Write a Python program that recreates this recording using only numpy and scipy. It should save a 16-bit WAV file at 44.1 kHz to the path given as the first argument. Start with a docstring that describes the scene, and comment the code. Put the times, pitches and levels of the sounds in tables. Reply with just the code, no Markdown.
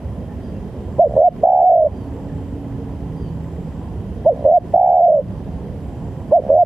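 """Dove cooing in a garden

A spotted dove on bare soil calls three times, close to a small camera; the third call has no long coo.
Each note is a near-pure tone that a fluttering valve chops; the camera's limiter ducks everything under it.
Far traffic is rumbling noise with wavering drones; an insect is narrow noise in bursts.
A distant bird cries in gliding partials and pips; the camera adds hiss, a whine and faint ringing ticks."""
import sys
import numpy as np
from scipy import signal
from scipy.io import wavfile
from scipy.ndimage import minimum_filter1d

SR = 44100
rng = np.random.default_rng(int(sys.argv[2]) if len(sys.argv) > 2 else 0)


def materialize(psi):
    """Save the field psi as 16-bit PCM at rate SR to the path in sys.argv[1].

    A 1-D psi becomes a single channel; in a 2-D psi each row is a channel.
    """
    bounded = np.clip(np.atleast_2d(psi).T, -1, 1)
    quanta = np.round(bounded * 32767).astype(np.int16)
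    wavfile.write(sys.argv[1], SR, quanta)


N = 293265
TIME = np.arange(N) / SR
CUTOFF_HZ = 14800   # the top is cut above this
SETTLE_S = 0.011    # time the dove's valve takes to start or stop fluttering


def hoots(first_hz=430, last_hz=450, flutters_per_s=76):
    """A short clean arch of pitch; past its top the valve begins to flutter."""
    # the hoot that opens each call: start/s, top/s, end/s, top pitch/Hz, level/dB before the crop,
    # curvature of the fall, valve closure at the end
    hoot_notes = [(0.98, 1.018, 1.084, 709, 4.5, 1.2, 0.6), (4.246, 4.292, 4.34, 698, 2, 0.51, 0.28),
                  (6.308, 6.361, 6.405, 719, 3, 1.3, 0.58)]
    out = 0
    for start, top, end, top_hz, db, fall_curve, last_closure in hoot_notes:
        t = clock(start, end)
        pitch = arch(t, top, first_hz, top_hz, last_hz, rise_curve=1.8, fall_curve=fall_curve)
        closure = np.interp(t, [top, end], [0, last_closure])
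        beats = (t - top) * flutters_per_s + .5
        level_db = db + fade_db(t, attack_s=0.015, release_s=0.0015)
        out = out + coo(t, pitch, level_db, closure, beats, puff_db=-27, glide=0.44, slip=0.19)
    return out


def tick_runs(pitch_hz=570, closure=8, growth_db_per_s=70):
    """Between hoot and roll the nearly shut valve passes only soft ticks, which grow with the pressure."""
    # runs of ticks: start/s, end/s, rate/ticks per s, level at the end/dB before the crop
    tick_notes = [(1.088, 1.159, 70, -6), (4.336, 4.447, 61, -8.5), (6.413, 6.484, 67, -6)]
    out = 0
    for start, end, rate, db in tick_notes:
        t = clock(start, end)
        level_db = db + growth_db_per_s * (t - end)
        beats = (t - start) * rate
        out = out + coo(t, pitch_hz, level_db, closure, beats, puff_db=-50, glide=.6, slip=.16,
                        waver=.5, loose=.16, uneven_db=1.0)
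    return out


def rolls(first_hz=555, top_hz=718, last_hz=450, top_after_s=.014, trill_closure=0.46):
    """A rising trill: the valve then stays open for a steady tone, which drops at the very end."""
    # rolls: start/s, valve begins to stay open/s, end/s, rate/flutters per s, level/dB before the crop
    roll_notes = [(1.156, 1.2368, 1.293, 77, 5), (4.442, 4.531, 4.589, 80.5, 5),
                  (6.485, 6.584, 6.641, 81, 5)]
    out = 0
    for start, opens, end, rate, db in roll_notes:
        t = clock(start, end)
        pitch = arch(t, opens + top_after_s, first_hz, top_hz, last_hz, rise_curve=0.97, fall_curve=3.8)
        closure = np.interp(t, [opens, opens + SETTLE_S], [trill_closure, 0])
        level_db = db + fade_db(t, attack_s=0.012, release_s=0.0089)
        beats = (t - opens) * rate
        out = out + coo(t, pitch, level_db, closure, beats, puff_db=-30.5, glide=.55, slip=.14)
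    return out


def long_coos(first_hz=600, top_hz=766, rise_s=0.055, first_rate=48, late_rate=55.3,
              first_closure=0.74, eased_closure=.32, late_closure=.25, last_closure=.2,
              tiring_db_per_s=36, hard_slip=0.016, late_slip=.27, hard_waver=.32, late_waver=0.8):
    """A hard trill speeds up and softens, the valve stays open, then a looser trill sinks away."""
    # long coos: start/s, valve held open from/s, to/s, end/s, top rate/flutters per s,
    # time to reach that rate/s, last pitch/Hz, level/dB before the crop
    long_notes = [(1.425, 1.66, 1.694, 1.886, 72.5, .12, 571.4, 7.5),
                  (4.731, 5.032, 5.06, 5.218, 78.5, .21, 533.4, 8)]
    out = 0
    for start, opens, resumes, end, top_rate, speed_up_s, last_hz, db in long_notes:
        t = clock(start, end)
        early = t < opens
        pitch = arch(t, start + rise_s, first_hz, top_hz, last_hz, rise_curve=2.2, fall_curve=2.5)
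        hard = np.interp(t, [start, opens - SETTLE_S, opens], [first_closure, eased_closure, 0])
        soft = np.interp(t, [resumes - SETTLE_S, resumes, end], [0, late_closure, last_closure])
        early_rate = np.interp(t, [start, start + speed_up_s], [first_rate, top_rate])
        beats = np.where(early, np.cumsum(early_rate) / SR, (t - resumes) * late_rate)
        tiring_db = tiring_db_per_s * np.maximum(t - resumes, 0)
        level_db = db + fade_db(t, attack_s=0.014, release_s=0.016) - tiring_db
        out = out + coo(t, pitch, level_db, hard + soft, beats, puff_db=-26.5, glide=.68,
                        slip=np.where(early, hard_slip, late_slip),
                        waver=np.where(early, hard_waver, late_waver))
    return out


def coo(t, pitch, level_db, closure, beats, puff_db, glide, slip, waver=.2, jitter=0.011, loose=0.065,
        uneven_db=0.8, crop_hz=622, crop_width=255, crop_top_hz=880, overtone_lift=0.054,
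        overtone_pulsing=1.5, shrill_db_per_octave=22, shrill_hz=775, octave_db=-40, whistle_db=-59.5,
        beak_hz=5600, puff_s=0.025, rasp_db=-42, hiss_db=-70, spit_db=-57, spit_spread_db=5,
        full_voice_hz=696, weaker_db_per_octave=20, leak=.05):
    """One note: a fluttering valve chops and bends a tone, which the inflated crop radiates.
    The valve shuts near whole beats; closure 0 is a steady tone, 1 separate pulses, 8 short ticks."""
    # overtones that leak past the crop: multiple of the pitch, level/dB
    overtone_levels = [(2, -50.5), (3, -56.5)]
    # glide within one pulse of a hard trill: place/share of the beat, pitch offset/share before scaling
    pulse_glide = [(.2, -0.2), (.68, .07)]
    size = len(t)
    beats = beats + waver * drift(23, size=size) / (2 * np.pi)
    opening = (leak ** 2 + np.sin(np.pi * beats) ** 2) ** closure
    fluttering = np.minimum(4 * closure, 1)

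    # in a hard trill each pulse starts low and climbs; a soft trill hardly bends
    hardness = glide * np.clip((closure - .18) / .24, 0, 1)
    bend = hardness * np.interp(beats, *np.transpose(pulse_glide), period=1)
    # at each closing the tone stumbles for an instant, which cuts a sharp notch
    bend = bend - slip * fluttering * np.cos(np.pi * beats) ** 20
    # the pitch is least steady while the valve is nearly shut
    unsteady = drift(70, size=size)
    wobble = (jitter + loose * (1 - np.minimum(opening, 1))) * unsteady
    phase = phase_of(pitch * (1 + bend + wobble))

    # pressure raises pitch and level together: full voice from one pitch up, weaker below it
    octaves_below = np.minimum(np.log2(pitch / full_voice_hz), 0)
    pressure = from_db(level_db + weaker_db_per_octave * octaves_below)
    # while the valve flutters, the pulses differ a little in strength
    strength = pressure * opening * from_db(uneven_db * fluttering * drift(25, size=size))
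    # each pulse fades as it climbs out of the crop's resonance
    in_crop = resonate(strength * np.sin(phase), crop_hz, crop_width)
    tone = butter(in_crop, crop_top_hz, "low", order=6)

    # the overtones hold steadier, near the top of each glide; higher notes carry more of them
    top_wobble = (jitter + loose * fluttering / 4) * unsteady
    top_phase = phase_of(pitch * (1 + overtone_lift * hardness + bend / 4 + top_wobble))
    shrill_gain = from_db(shrill_db_per_octave * np.log2(pitch / shrill_hz))
    shrill = pressure * opening ** overtone_pulsing * shrill_gain
    overtones = shrill * sum(from_db(db) * np.sin(k * top_phase) for k, db in overtone_levels)
    # below about 1 kHz the octave is kept stronger, so low notes have more of it
    low_octave = butter(strength * np.sin(2 * phase), 1000, "low", order=8)
    overtones = overtones + from_db(octave_db) * low_octave
    # 7 and 8 times the pitch whistle thinly in a narrow resonance of the beak
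    thin = shrill * (np.sin(7 * top_phase) + np.sin(8 * top_phase) / 2)
    whistle = from_db(whistle_db) * resonate(thin, beak_hz, 220)

    # dull air noise: a soft puff as the valve first lets go, then a rasp on each pulse
    air = butter(rng.standard_normal(size), 280, "high")
    air = rms_one(butter(air, 930, "low", order=12))
    puff = from_db(puff_db) * air * gate(t[0], t[0] + puff_s, 0.0048, 0.0045, t)
    rasp = from_db(rasp_db) * strength * air
    # a faint hiss of air rides on the whole note
    hiss_noise = rms_one(butter(rng.standard_normal(size), [1500, 3300], "band"))
    hiss = from_db(hiss_db) * pressure * hiss_noise
    # a tiny spit breaks out a third of a beat after each closing, on some pulses more than others
    outbreak = fluttering * strength * np.cos(np.pi * (beats - 1 / 3)) ** 20
    spit_gain = from_db(spit_db + spit_spread_db * drift(25, size=size))
    spit_noise = rms_one(butter(rng.standard_normal(size), [1200, 2100], "band"))
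    spit = outbreak * spit_gain * spit_noise

    note = tone + overtones + hiss + spit + whistle + puff + rasp
    return place(note * gate(t[0], t[-1], .002, .003, t), t)


def garden(x, t60=0.7, dull_hz=1500):
    """Soil, plants and a wall scatter a short dull tail: fading noise, different at each port."""
    t = TIME[:SR // 2]
    scatter = butter(rng.standard_normal((2, len(t))), dull_hz, "low") * from_db(-60 * t / t60)
    scatter = scatter / np.sqrt(np.sum(scatter ** 2) / 2)
    return signal.fftconvolve(x[None], scatter, axes=1)[:, :N]


def far_bird(first_hz=1330, rise_s=.048, rough=0.008, echo_db=-5):
    """Thin cries leap up and slide down, with a few short falling pips; all echo in the garden."""
    # cries: start/s, end/s, level/dB before the partials' own, top pitch/Hz, last pitch/Hz
    bird_calls = [(0.395, 0.54, -68.5, 1640, 1540), (1.899, 2.09, -72, 1610, 1400),
                  (3.145, 3.32, -66, 1610, 1420)]
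    # partials of the cry (the pitch itself is not sounded): multiple of the pitch, level/dB
    bird_partials = [(2, 2), (3, 2.5), (4, -11)]
    # faint pips: middle/s, pitch there/Hz, level/dB, length/s, fall/Hz per s
    pips = [(0.297, 1770, -48, .022, 10000), (0.556, 2710, -57.5, .03, 4000),
            (2.297, 1746, -49, .026, 21000)]
    out = 0
    for start, end, db, top_hz, last_hz in bird_calls:
        t = clock(start, end)
        pitch = arch(t, start + rise_s, first_hz, top_hz, last_hz, rise_curve=2.4, fall_curve=1.25)
        phase = phase_of(pitch * (1 + rough * drift(48, size=len(t))))
        cry = sum(from_db(partial_db) * np.sin(k * phase) for k, partial_db in bird_partials)
        level_db = db + fade_db(t, attack_s=0.036, release_s=0.039) + 2 * drift(40, size=len(t))
        out = out + place(cry * from_db(level_db), t)
    for middle, hz, db, length, fall in pips:
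        t = clock(middle - length / 2, middle + length / 2)
        level_db = db + fade_db(t, attack_s=0.00707, release_s=0.0081)
        pip = np.sin(phase_of(hz - fall * (t - middle)))
        out = out + place(from_db(level_db) * pip, t)
    return out + from_db(echo_db) * garden(out, t60=.5, dull_hz=6030)


def insect(hz=7580, width=190):
    """A thin buzz, noise through two narrow resonances, swells and stops short."""
    # bursts: start/s, end/s, level/dB
    buzzes = [(0.727, 1.279, -71.5), (2.044, 2.565, -71), (3.28, 3.83, -71), (4.592, 5.112, -71.5),
              (5.71, 6.314, -71.5)]
    level = sum(from_db(db) * gate(start, end, 0.12, 0.016) for start, end, db in buzzes)
    buzz = resonate(resonate(rng.standard_normal((2, N)), hz, width), hz, 2 * width)
    return level * rms_one(buzz)


def traffic(rumble_db=-28, waver_db=2.5, waver=0.00796):
    """Far road rumble is shaped noise; wavering sine drones of far engines swell and fade over it."""
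    # engines: loudest moment/s, drone/Hz, level before wavering/dB, time from there to 3 dB weaker/s
    engines = [(0.3, 69, -33.5, 0.48), (3.5, 75, -33, .3), (3.25, 161, -30.5, 0.32),
               (3.1, 140, -35.5, 0.18), (5.2, 180, -31.5, .1), (5.3, 156, -34, 0.47),
               (0.45, 204, -39, 0.45), (5.6, 195, -36.5, 0.28), (0.58, 243, -40.5, 0.47),
               (2.5, 275, -36, 0.54), (5.7, 273, -36.5, 0.18)]
    # spectrum of the rumble: f/Hz, relative level per Hz/dB
    rumble_spectrum = [(15, -45), (25, -21), (40, -8.5), (59, 1), (81, 1.5), (128, -2), (162, -5),
                       (214, -5), (275, -12), (298, -12), (422, -13), (482, -14.5), (588, -18.5),
                       (934, -24.5), (1300, -60.5), (1690, -72), (2860, -120)]
    drones = 0
    for loudest, hz, db, half_width in engines:
        nearness = 1 / np.hypot(1, (TIME - loudest) / half_width)
        gain = nearness * from_db(db + waver_db * drift(0.98))
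        drones = drones + gain * np.sin(phase_of(hz * (1 + waver * drift(3))))
    rumble = banded_noise(rumble_spectrum, patchy_db=2.06, count=26)
    return from_db(rumble_db) * rumble + drones


def camera_noise(hiss_db=-57.5, whine_hz=3170, whine_db=-68, first_tick=0.0059, pictures_per_s=25.01):
    """Microphone hiss, a thin whine of narrow noise, and a faint ringing tick with every picture."""
    # ringing of the electrical tick: f/Hz, level/dB before a random shift, time to fade by 60 dB/s
    tick_modes = [(1975, -51, 0.019), (4820, -60.5, 0.018)]
    # spectrum of the hiss: f/Hz, relative level per Hz/dB
    hiss_spectrum = [(650, -40), (1100, -20.5), (1240, -5), (1740, -2.5), (2360, -10.5), (3100, -6),
                     (3980, -24.5), (4840, -7), (5340, -18), (7640, -20.5), (8160, -21.5), (12200, -22),
                     (14800, -30.5)]
    at = (np.arange(first_tick, TIME[-1], 1 / pictures_per_s) * SR).astype(int)
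    ticks = 0
    for hz, db, t60 in tick_modes:
        clicks = np.zeros(N)
        clicks[at] = from_db(db + rng.normal(-1, 3, len(at)))
        ticks = ticks + ring(clicks, hz, t60)
    whine = from_db(whine_db) * rms_one(resonate(rng.standard_normal((2, N)), whine_hz, 45))
    return from_db(hiss_db) * banded_noise(hiss_spectrum, patchy_db=0.7, count=14) + whine + ticks


def banded_noise(spectrum, patchy_db, count):
    """Bands of stereo noise, each with its own level, flicker and likeness of the channels; rms 1."""
    # likeness of the two channels: f/Hz, likeness/0-1
    likeness = [(100, 0.96), (600, 1), (1000, .85), (1400, .5), (2500, .55), (4000, .15), (8000, 0)]
    out = 0
    edges = np.geomspace(spectrum[0][0], min(spectrum[-1][0], CUTOFF_HZ), count + 1)
    white = rng.standard_normal((2, 2, N))      # neighbouring bands get unrelated noise
    for k, (low, high) in enumerate(zip(edges, edges[1:])):
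        mid, side = butter(white[k % 2], [low, high], "band")
        hz = np.sqrt(low * high)
        alike = np.clip(at_hz(likeness, hz), 0, 1)
        gain = from_db(at_hz(spectrum, hz) + patchy_db * drift(6))
        # the side noise has opposite signs in the two channels
        out = out + gain * (mid + np.sqrt((1 - alike) / (1 + alike)) * side * [[1], [-1]])
    return out / np.sqrt(np.mean(out.mean(axis=0) ** 2))


def clock(start, end):
    """The times of the samples from start to end."""
    return TIME[int(start * SR):int(end * SR)]


def place(x, t):
    """Set a sound at its times t in an otherwise silent track."""
    first = round(t[0] * SR)
    return np.pad(x, (first, N - first - len(x)))


def arch(t, top_s, first_hz, top_hz, last_hz, rise_curve, fall_curve):
    """Pitch that climbs to a top and falls away; a curve of 1 is straight, higher is flatter on top."""
    before = np.clip((top_s - t) / (top_s - t[0]), 0, 1)
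    after = np.clip((t - top_s) / (t[-1] - top_s), 0, 1)
    return top_hz - (top_hz - first_hz) * before ** rise_curve - (top_hz - last_hz) * after ** fall_curve


def fade_db(t, attack_s, release_s, depth_db=22):
    """Attack, hold and release of a note, in dB relative to its full level."""
    return depth_db * (gate(t[0], t[-1], attack_s, release_s, t) - 1)


def gate(start, end, rise, fall, t=TIME):
    """1 between start and end, with straight ramps inside."""
    return np.clip(np.minimum((t - start) / rise, (end - t) / fall), 0, 1)


def phase_of(hz):
    """Running phase of a pitch curve."""
    return 2 * np.pi * np.cumsum(hz) / SR


def drift(rate, size=N):
    """Slow random wander of spread about 1; a higher rate (Hz) wanders faster."""
    # made at a fortieth of the sample rate; the first 2000 values let the filter settle
    r = np.exp(-80 * np.pi * rate / SR)
    slow = signal.lfilter([1], [1, -2 * r, r * r], rng.standard_normal(size // 40 + 2002))[2000:]
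    return np.interp(np.arange(size) / 40, np.arange(len(slow)), rms_one(slow))


def resonate(x, hz, width):
    """Two-pole resonance with gain 1 on top."""
    r = np.exp(-np.pi * width / SR)
    poles = [1, -2 * r * np.cos(2 * np.pi * hz / SR), r * r]
    return signal.lfilter(np.array([1, 0, -1]) * (1 - r * r) / 2, poles, x)


def ring(clicks, hz, t60):
    """A unit click sets a decaying sine of height 1 ringing."""
    r = from_db(-60 / (t60 * SR))
    w = 2 * np.pi * hz / SR
    # the tiny offset keeps the filter's numbers from becoming too small to compute quickly
    return signal.lfilter([0, np.sin(w)], [1, -2 * r * np.cos(w), r * r], clicks + 1e-18)


def butter(x, hz, kind, order=2):
    """Causal Butterworth filter."""
    return signal.sosfilt(signal.butter(order, hz, kind, fs=SR, output="sos"), x)


def at_hz(points, hz):
    """Read a curve of (Hz, value) points on a log-frequency axis."""
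    points = np.array(points)
    return np.interp(np.log(hz), np.log(points[:, 0]), points[:, 1])


def from_db(db):
    """Decibels to gain."""
    return 10 ** (np.asarray(db) / 20)


def rms_one(x):
    """Scale to rms 1."""
    return x / np.sqrt(np.mean(x ** 2) + 1e-20)


def pan(x, db, lag_ms):
    """A sound at the two microphone ports: left differs from right by db and hears it a little later."""
    left, right = np.broadcast_to(x, (2, N))
    later = np.interp(TIME - lag_ms / 1000, TIME, left)
    return np.array([later, right]) * from_db(np.array([[db], [-db]]) / 2)


def let_go(db, db_per_s):
    """Follow a level up at once and down at a steady rate."""
    return np.maximum.accumulate(db + db_per_s * TIME) - db_per_s * TIME


def scene():
    """The dove in front, everything else far behind it, with the camera's own noise."""
    dove = hoots() + tick_runs() + rolls() + long_coos()
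    near = pan(dove, db=-2.05, lag_ms=0.031) + from_db(-47.5) * garden(dove, t60=0.5)
    road = pan(butter(traffic(), 29, "high"), db=-2.5, lag_ms=.02)
    return near + road + insect() + far_bird() + camera_noise() * from_db([[-.5], [.5]])


def record(dry, sense_hz=520, threshold_db=-7.5, release_db_per_s=125, attack_hz=40, slow_db_per_s=50):
    """A limiter turns everything down under loud coos, slower to let go after long ones; the top is cut."""
    sensed = butter(dry.mean(axis=0), sense_hz, "high")
    sensed_db = 20 * np.log10(np.abs(sensed) + 1e-9)
    held_db = let_go(np.maximum(sensed_db - threshold_db, 0), release_db_per_s)
    # whatever reduction has lasted a quarter of a second is released slowly
    lasting_db = minimum_filter1d(held_db, size=SR // 4, origin=SR // 8 - 1)
    held_db = np.maximum(held_db, let_go(lasting_db, slow_db_per_s))
    # the gain moves smoothly and is applied 3 ms early
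    smooth_db = butter(butter(held_db, attack_hz, "low", order=1), 150, "low")
    down_db = np.interp(TIME + .003, TIME, smooth_db)
    limited = dry * from_db(-down_db)
    return signal.sosfilt(signal.ellip(10, .1, 90, CUTOFF_HZ, fs=SR, output="sos"), limited)


dry = scene()
out = record(dry)
materialize(out)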